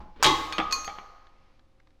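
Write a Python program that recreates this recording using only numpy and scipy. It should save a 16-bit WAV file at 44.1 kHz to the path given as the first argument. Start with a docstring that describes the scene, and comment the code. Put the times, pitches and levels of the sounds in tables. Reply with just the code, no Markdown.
"""A bench lever shear bites a steel disc and snaps through it, as fading sine rings and bursts of noise.
Frame and lever ring on, the offcut clinks as it drops and bounces, and the handle knocks its stop.
The bench hums and shakes in low wavering sines; a glove rustles and faint ticks follow.
An earlier blow is still dying at the start, over steady workshop air; the room answers the blows."""
import sys
import numpy as np
from scipy import signal
from scipy.fft import rfft, irfft, next_fast_len
from scipy.io import wavfile

SR = 44100
rng = np.random.default_rng(int(sys.argv[2]) if len(sys.argv) > 2 else 0)


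def pcm_store(signal):
    """Save signal as 16-bit PCM."""
    levels = np.round(np.clip(np.atleast_2d(signal), -1, 1) * 32767)
    wavfile.write(sys.argv[1], SR, levels.astype(np.int16).T)


N = 88200
T = np.arange(N) / SR  # time of each sample, s

# In all tables t60 is the time to fade by 60 dB. Blow levels are before each layer's own level,
# and tilt brightens (+) or dulls (-) a blow around this pitch.
PIVOT_HZ = 1500
FLUTTER_HZ = 71.2  # how fast loose contacts make the rings waver
BAND_EDGES_HZ = np.geomspace(40, 17000, num=19)  # each band of a rattle fades by itself
EDGE_DB, EDGE_T60_S = 7, .014  # the sharp edge that starts each rattle

# What still rings of the earlier blow: [f/Hz, level/dB, t60/s]
EARLIER_MODES = [(360, -61.5, 1), (844, -51.5, 0.92), (1050, -60.5, .8), (1180, -64.5, .6)]
# The noise left from the earlier blow: [f/Hz, level/dB per Hz, t60/s]
EARLIER_RATTLE = [(60, -22.5, 1), (170, 9, .6), (406, -1.5, 0.34), (940, 3, .6), (1994, -12.5, 0.34),
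                  (4740, -21, 0.23), (9000, -43, 0.36)]
EARLIER_DB = -48.5

# Level of the bench's low hum: [t/s, level/dB]
HUM_LEVEL = [(0.0, -42), (0.09, -65.5), (0.15, -61), (0.27, -44.5), (0.59, -56), (0.62, -51.5),
             (0.84, -56.5), (0.87, -58.5), (0.96, -62.5), (1.02, -69), (1.97, -85), (2.0, -68)]
HUM_HZ = 61.3
# Level of the bench's shaking: [t/s, level/dB]
SHAKE_LEVEL = [(0.0, -47), (0.23, -50), (0.26, -36), (0.4, -47), (0.54, -54.5), (0.61, -46), (0.89, -48.5),
               (0.92, -59), (0.96, -53), (2.0, -63)]
# Rates at which the bench sways: [f/Hz, level/dB]
SWAY = [(9.5, 0), (26, -4.5)]

# Level as the glove shifts the disc; first and last are held: [t/s, level/dB]
RUSTLE_LEVEL = [(1.0, -73), (1.1, -69), (1.3, -72.5), (1.45, -73), (1.57, -75), (1.62, -84)]
# Colour of that rustle: [f/Hz, level/dB per Hz]
RUSTLE_COLOUR = [(500, -59.5), (900, -7.5), (2300, 2), (3500, -6.5), (5000, -6.5), (6500, -14.5),
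                 (10000, -59.5)]

# Colour of the workshop air: [f/Hz, level/dB per Hz]
AIR_COLOUR = [(18, -32), (30, -1.5), (90, -9), (194, -12), (336, -10.5), (437, -21.5), (526, -13.5),
              (649, -22.5), (1390, -25.5), (2410, -31.5), (3670, -31), (13300, -50.5), (16000, -63.5)]
AIR_DB = -68
# Faint steady tones: [f/Hz, level/dB]
STEADY_TONES = [(43, -69), (77, -70.5), (119, -73), (531, -74.5), (765, -80)]

# Level of the blade biting in: [t/s, level/dB]
BITE_LEVEL = [(.157, -89), (.162, -53), (.196, -56), (.2, -48), (.226, -43), (.232, -87)]
# Colour of the bite: [f/Hz, level/dB per Hz]
BITE_COLOUR = [(120, -47), (200, 2), (358, -1.5), (579, -1.5), (675, -19.5), (1070, -5), (1540, -12.5),
               (3620, -17), (12000, -58), (15600, -85), (22000, -120)]

# First sharp cracks of the steel: [t/s, level/dB, tilt/dB per octave]
CRACK_BLOWS = [(.2268, -10, -3), (.2322, -17, 2), (.238, -16, -1)]
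# Rings of the disc: [f/Hz, level/dB, t60/s]
DISC_MODES = [(1268, -3, 0.084), (1529, -1.5, 0.041), (2850, -8.5, 0.013), (4750, -4, .05),
              (6780, -6.5, .05)]
# Rattle under the cracks: [f/Hz, level/dB per Hz, t60/s]
CRACK_RATTLE = [(300, -24.5, 0.079), (1190, 8.5, 0.015), (3500, -5, .04), (7260, -2, 0.054),
                (9000, -15.5, .03), (15000, -18.5, 0.04)]

# Blows that reach the lever: [t/s, level/dB]
LEVER_BLOWS = [(0.239, -31), (0.528, -38), (0.582, -30), (.65, -34), (.726, -41), (.88, -46)]
LEVER_HZ, LEVER_T60_S = 1247, 1.11

# Blows on the frame as the steel gives way: [t/s, level/dB, tilt/dB per octave]
SNAP_BLOWS = [(.2435, -9.5, 0.5), (.2485, -15, 1), (.255, -14.5, -2.5), (.264, -17, 2.5), (.275, -20, -5),
              (.296, -25, 0.5)]
# Rings of frame and blade: [f/Hz, level/dB, t60/s]
FRAME_MODES = [(323.7, -9, 0.53), (375.6, -4.5, 0.25), (592.6, -11.5, 0.29), (808, -5.5, 0.45),
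               (867, -1.5, 0.44), (1044, -4.5, 0.53), (1100, -3.5, 1), (1124, -8.5, 0.29),
               (1680, -14.5, 0.1), (1860, -17, .4), (2057, -5.5, 0.46), (2632, -22, .4), (3004, -14, 0.12),
               (3231, -9.5, 0.37), (3285, 0.5, .33), (3303, -9.5, .3), (3773, -1.5, 0.32),
               (4441, -32.5, 0.78), (5830, -23, .4)]
# Rattle under the snaps: [f/Hz, level/dB per Hz, t60/s]
SNAP_RATTLE = [(80, -17.5, 0.26), (300, -7, 0.32), (1150, 2, 0.072), (3500, 1, .2), (7000, -9.5, .15),
               (9000, -19.5, .1), (15300, -33.5, 0.13)]

# Single notes under some blows: [t/s, f/Hz, level/dB, t60/s]
NOTES = [(.245, 136, -33, .5), (.525, 3768, -35, .1), (.531, 2390, -35, .08), (.583, 320, -22, .17),
         (.584, 136, -43, .4), (.712, 1087, -33, .25), (.725, 1087, -28, .24), (.73, 1015, -39, .3),
         (.9, 845, -43, .5)]

# The offcut landing and bouncing: [t/s, level/dB, tilt/dB per octave]
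CLINK_BLOWS = [(.5245, -25, -6), (.531, -28.5, -6), (.7105, -31, -2), (.7245, -20, 0), (.739, -36.5, 1),
               (.845, -35, -0.5)]
# Rings of the offcut: [f/Hz, level/dB, t60/s]
OFFCUT_MODES = [(1510, -30, 0.11), (2485, -3.5, 0.26), (4333, -0.5, 0.19), (4430, -5, 0.098),
                (4675, -2.5, .17), (4730, -15.5, .25), (7720, -26, 0.33), (9500, -27, .2),
                (12800, -27, .15), (5740, -18, 0.54), (6450, -3, 0.41), (7200, -15, 0.32),
                (8979, -31, 0.35), (10200, -23.5, 0.16), (10560, -21.5, 0.24), (11570, -30, .2),
                (12000, -19.5, .15), (13500, -26.5, .15), (14800, -32.5, 0.17)]
# Rattle under the clinks: [f/Hz, level/dB per Hz, t60/s]
CLINK_RATTLE = [(300, -33.5, 0.06), (1200, -1, .08), (3000, 0.5, 0.021), (6500, 1.5, 0.028),
                (9000, -20.5, 0.12), (15000, -24.5, 0.081)]
REST_S, REST_T60_S = .88, .15  # the offcut's sound is faded out from here, this fast

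# Duller knocks of handle and blade: [t/s, level/dB, tilt/dB per octave]
KNOCK_BLOWS = [(.5245, -31.5, 8.5), (.582, -20, 3), (.589, -23, -2), (.600, -22, 0), (.877, -30.5, -0.5),
               (.896, -40, 2.5), (.985, -36.5, -0.5), (1.014, -65, -4)]
# Rings of the stop and its casting: [f/Hz, level/dB, t60/s]
STOP_MODES = [(193.2, -13, 0.32), (713, -9.5, .2), (801.6, 2.5, 0.19), (1180, -2, 0.46), (1297, -5.5, .2),
              (1938, -20, 0.5), (2292, -8.5, .3), (2440, -20, .3), (3235, -13.5, 0.22), (3480, -14, 0.22)]
# Rattle under the knocks: [f/Hz, level/dB per Hz, t60/s]
KNOCK_RATTLE = [(80, -3.5, 0.13), (304, 7, 0.072), (1200, 9.5, 0.096), (3240, 3, 0.05),
                (5750, -14.5, 0.044), (15000, -55.5, .1)]

# Faint ticks afterwards: [t/s, level/dB, low f/Hz, high f/Hz, high note over low/dB]
TICKS = [(1.268, -52, 2100, 3400, -8), (1.593, -57, 1100, 1700, -2), (1.799, -54, 1300, 1800, -3),
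         (1.871, -56, 1200, 1900, -3), (1.904, -60, 1200, 1800, -4)]
# Colour of each tick's puff: [f/Hz, level/dB per Hz, t60/s]
TICK_RATTLE = [(450, -25, .02), (800, -2, .02), (2000, 0, .02), (2900, -10, .015), (3800, -5, .015),
               (6000, -18, .01), (15000, -55, .01)]
TICK_T60_S, TICK_PUFF_DB = .02, -5  # fade of the two notes; puff compared with the tick's level

# How long the room rings: [f/Hz, t60/s]
SHOP_FADE = [(100, .9), (500, 1.5), (1000, 1.634), (2500, 0.87), (4500, 0.9), (8000, .7), (15000, 1)]
SHOP_DB, SHOP_DELAY_S = -9.5, .008
RING_SEND_DB = -9  # rings reach the room weaker than rattles

CEILING, KNEE = .41, 6  # the soft limit on peaks, and how suddenly it acts
ROLL_HZ, ROLL_DB = 14500, -8.5  # the microphone fades from here, by this much at the band limit
TOP_HZ = 16600  # band limit


def amp(db):
    """Turn decibels into a plain factor."""
    return 10 ** (np.asarray(db) / 20)


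def unit(x):
    """Scale a signal to an rms of 1."""
    return x / np.sqrt(np.mean(x ** 2) + 1e-20)


def along(points, hz, column=1):
    """Read a table column at any frequency, on a log axis."""
    p = np.transpose(points)
    return np.interp(np.log(hz + 1), np.log(p[0] + 1), p[column])


def level(rows):
    """Draw a loudness curve through (t/s, level/dB) rows, holding the end values."""
    return amp(np.interp(T, *np.transpose(rows)))


def noise(gain):
    """Shape random noise by frequency, then set its rms to 1."""
    hz = np.fft.rfftfreq(N, 1 / SR)
    return unit(irfft(rfft(rng.standard_normal(N)) * gain(hz), N))


def coloured_noise(colour):
    """Make steady noise with the colour of a table."""
    return noise(lambda hz: amp(along(colour, hz)))


def ring(blows, modes, attack_s, rough):
    """Metal rings as fading, wavering sines; every blow adds energy to each of them."""
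    hz, db, t60 = np.transpose(modes)[..., None]
    start = round(blows[0][0] * SR)
    stop = round(SR * (blows[-1][0] + min(t60.max(), 1.2)))
    t = T[start:stop]
    # straight lines between random points make the waver
    knots = rng.standard_normal((2, len(hz), 400))
    place = np.minimum((t - t[0]) * FLUTTER_HZ, 398)
    k = place.astype(int)
    part = place - k
    size, phase = rough * (knots[..., k] * (1 - part) + knots[..., k + 1] * part)
    power = np.zeros(size.shape)
    for s, blow_db, tilt_db in blows:
        age = np.maximum(t - s, 0)
        tilt = tilt_db * np.log2(hz / PIVOT_HZ)
        gain_db = blow_db + db + tilt + rng.normal(0, 1.5, hz.shape)  # no two blows quite alike
        rise = (1 - np.exp(-age / attack_s)) ** 2
        power += (amp(gain_db - 60 * age / np.maximum(t60, .005)) * rise) ** 2
    waves = np.sin(2 * np.pi * hz * (t - t[0]) + 2 * phase)
    y = (np.sqrt(power) * (1 + size) * waves).sum(0)
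    return np.pad(y, (start, N))[:N]


def rattle(blows, colour, attack_s):
    """Each blow sets off noise: a sharp edge, then every band dying at its own speed."""
    hz = np.fft.rfftfreq(N, 1 / SR)
    spectrum = rfft(rng.standard_normal(N)) * amp(along(colour, hz))
    spectrum = spectrum / np.sqrt(np.mean(irfft(spectrum, N) ** 2))
    s, db, tilt_db = np.transpose(blows)
    edge_fall = amp(-120 / SR / EDGE_T60_S)  # -120 because power fades, not amplitude
    rise = np.exp(-1 / SR / attack_s)
    out = np.zeros(N)
    for lo, hi in zip(BAND_EDGES_HZ, BAND_EDGES_HZ[1:]):
        mid = np.sqrt(lo * hi)
        kicks = np.zeros(N)
        kicks[np.round(s * SR).astype(int)] = amp(db + tilt_db * np.log2(mid / PIVOT_HZ)) ** 2
        fall = amp(-120 / SR / max(along(colour, mid, column=2), .003))
        body = signal.lfilter([1], [1, -fall], kicks)
        edge = amp(EDGE_DB) ** 2 * signal.lfilter([1], [1, -edge_fall], kicks)
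        size = np.sqrt(body + edge)
        for _ in range(2):  # round off the start twice
            size = signal.lfilter([1 - rise], [1, -rise], size)
        out += irfft(spectrum * ((hz >= lo) & (hz < hi)), N) * size
    return out


def strike(blows, modes, colour, ring_db, rattle_db, attack_s, rough):
    """A blow on metal makes it ring (row 0) and rattle (row 1)."""
    rings = amp(ring_db) * ring(blows, modes, attack_s, rough)
    rattles = amp(rattle_db) * rattle(blows, colour, attack_s / 2)
    return np.array([rings, rattles])


def earlier_blow():
    """The blow before is still dying: fading rings and noise from the very start."""
    rings = ring([(0, 0, 0)], EARLIER_MODES, attack_s=0.00067, rough=.25)
    return rings + rattle([(0.0024, EARLIER_DB, 0.0045)], EARLIER_RATTLE, attack_s=.001)


def slow_wander():
    """Random drift slower than 6 Hz, which keeps a sine a little unsteady."""
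    return noise(lambda hz: hz < 6)


def bench():
    """The bench hums low and sways, as slightly unsteady sines."""
    hum = np.sqrt(2) * np.sin(2 * np.pi * HUM_HZ * T + 0.45 * slow_wander())
    sway = unit(sum(amp(db) * np.sin(2 * np.pi * hz * T + .5 * slow_wander()) for hz, db in SWAY))
    return level(HUM_LEVEL) * hum + level(SHAKE_LEVEL) * sway


def glove_rustle():
    """The glove shifts the disc: faint coloured noise that rises and falls."""
    return level(RUSTLE_LEVEL) * coloured_noise(RUSTLE_COLOUR)


def air():
    """Workshop air as steady noise with faint steady tones."""
    tones = sum(amp(db) * np.sin(2 * np.pi * (hz * T + rng.random())) for hz, db in STEADY_TONES)
    return amp(AIR_DB) * coloured_noise([(20, -72.5)] + AIR_COLOUR) + tones


def bite():
    """The blade bites in: coloured noise following its own loudness curve."""
    return level(BITE_LEVEL) * coloured_noise([(150, -120)] + BITE_COLOUR + [(16000, -120)])


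def cracks():
    """The steel first cracks: the disc rings shortly, with a very sharp start."""
    return strike(CRACK_BLOWS, DISC_MODES, CRACK_RATTLE,
                  ring_db=-6, rattle_db=-6.5, attack_s=.0002, rough=0.068)


def lever():
    """The lever gives one long clean ring, fed with energy by several blows."""
    power = 0
    for s, db in LEVER_BLOWS:
        rise = np.clip((T - s) / 0.0042, 0, 1)
        power = power + amp(db - 60 * (T - s) / LEVER_T60_S) ** 2 * rise
    wander = .3 * noise(lambda hz: hz < 25)
    return np.sqrt(power) * np.sin(2 * np.pi * LEVER_HZ * T + wander)


def snaps():
    """The steel gives way and strikes the frame, which rings roughly and rattles."""
    return strike(SNAP_BLOWS, FRAME_MODES, SNAP_RATTLE,
                  ring_db=-13, rattle_db=-8, attack_s=0.00027, rough=0.54)


def single_notes():
    """Some blows carry one extra fading note."""
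    return sum(ring([(s, 0, 0)], [note], attack_s=0.0033, rough=0.083) for s, *note in NOTES)


def offcut():
    """The offcut clinks as it lands and bounces, then its sound is faded as it rests."""
    clinks = strike(CLINK_BLOWS, OFFCUT_MODES, CLINK_RATTLE,
                    ring_db=-7, rattle_db=-6, attack_s=.0003, rough=.5)
    return clinks * amp(-60 * np.maximum(T - REST_S, 0) / REST_T60_S)


def knocks():
    """Handle and blade knock: the stop and its casting ring with a slower start."""
    return strike(KNOCK_BLOWS, STOP_MODES, KNOCK_RATTLE,
                  ring_db=-9.5, rattle_db=-5.5, attack_s=.0005, rough=0.47)


def ticks():
    """Each faint tick is two short notes and a puff of noise."""
    notes = 0
    for s, db, low_hz, high_hz, over_db in TICKS:
        pair = [(low_hz, 0, TICK_T60_S), (high_hz, over_db, TICK_T60_S)]
        notes = notes + ring([(s, db, 0)], pair, attack_s=0.00093, rough=0.44)
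    puffs = [(s, db + TICK_PUFF_DB, 0) for s, db, *_ in TICKS]
    return notes + rattle(puffs, TICK_RATTLE, attack_s=0.0009)


def shop(x):
    """The room answers with a noise tail, each frequency dying at its own speed."""
    hz, t, z = signal.stft(rng.standard_normal(SR + SR // 2), SR, nperseg=256)
    fade = amp(-60 * t / along(SHOP_FADE, hz)[:, None])
    tail = signal.istft(z * fade, SR, nperseg=256)[1]
    delayed = np.pad(x, (round(SHOP_DELAY_S * SR), 0))
    return signal.fftconvolve(delayed, tail / np.linalg.norm(tail))[:N]


def scene():
    """Add up all sources; the shear's blows, bite and notes also go through the room."""
    background = earlier_blow() + bench() + glove_rustle() + air()
    rings, rattles = cracks() + snaps() + offcut() + knocks()
    rings = rings + single_notes()
    rattles = rattles + bite()
    room = amp(SHOP_DB) * shop(rattles + amp(RING_SEND_DB) * rings)
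    return (background + rings + rattles + room + lever() + ticks())[None]


def record(dry):
    """Put a soft ceiling on the peaks, fade the treble, then cut at the band limit."""
    x = dry / (1 + np.abs(dry / CEILING) ** KNEE) ** (1 / KNEE)
    m = next_fast_len(N + SR // 4)
    hz = np.fft.rfftfreq(m, 1 / SR)
    treble = amp(np.interp(hz, [ROLL_HZ, TOP_HZ], [0, ROLL_DB])) * (hz < TOP_HZ)
    return irfft(rfft(x, m) * treble, m)[..., :N]


dry = scene()
out = record(dry)
pcm_store(out)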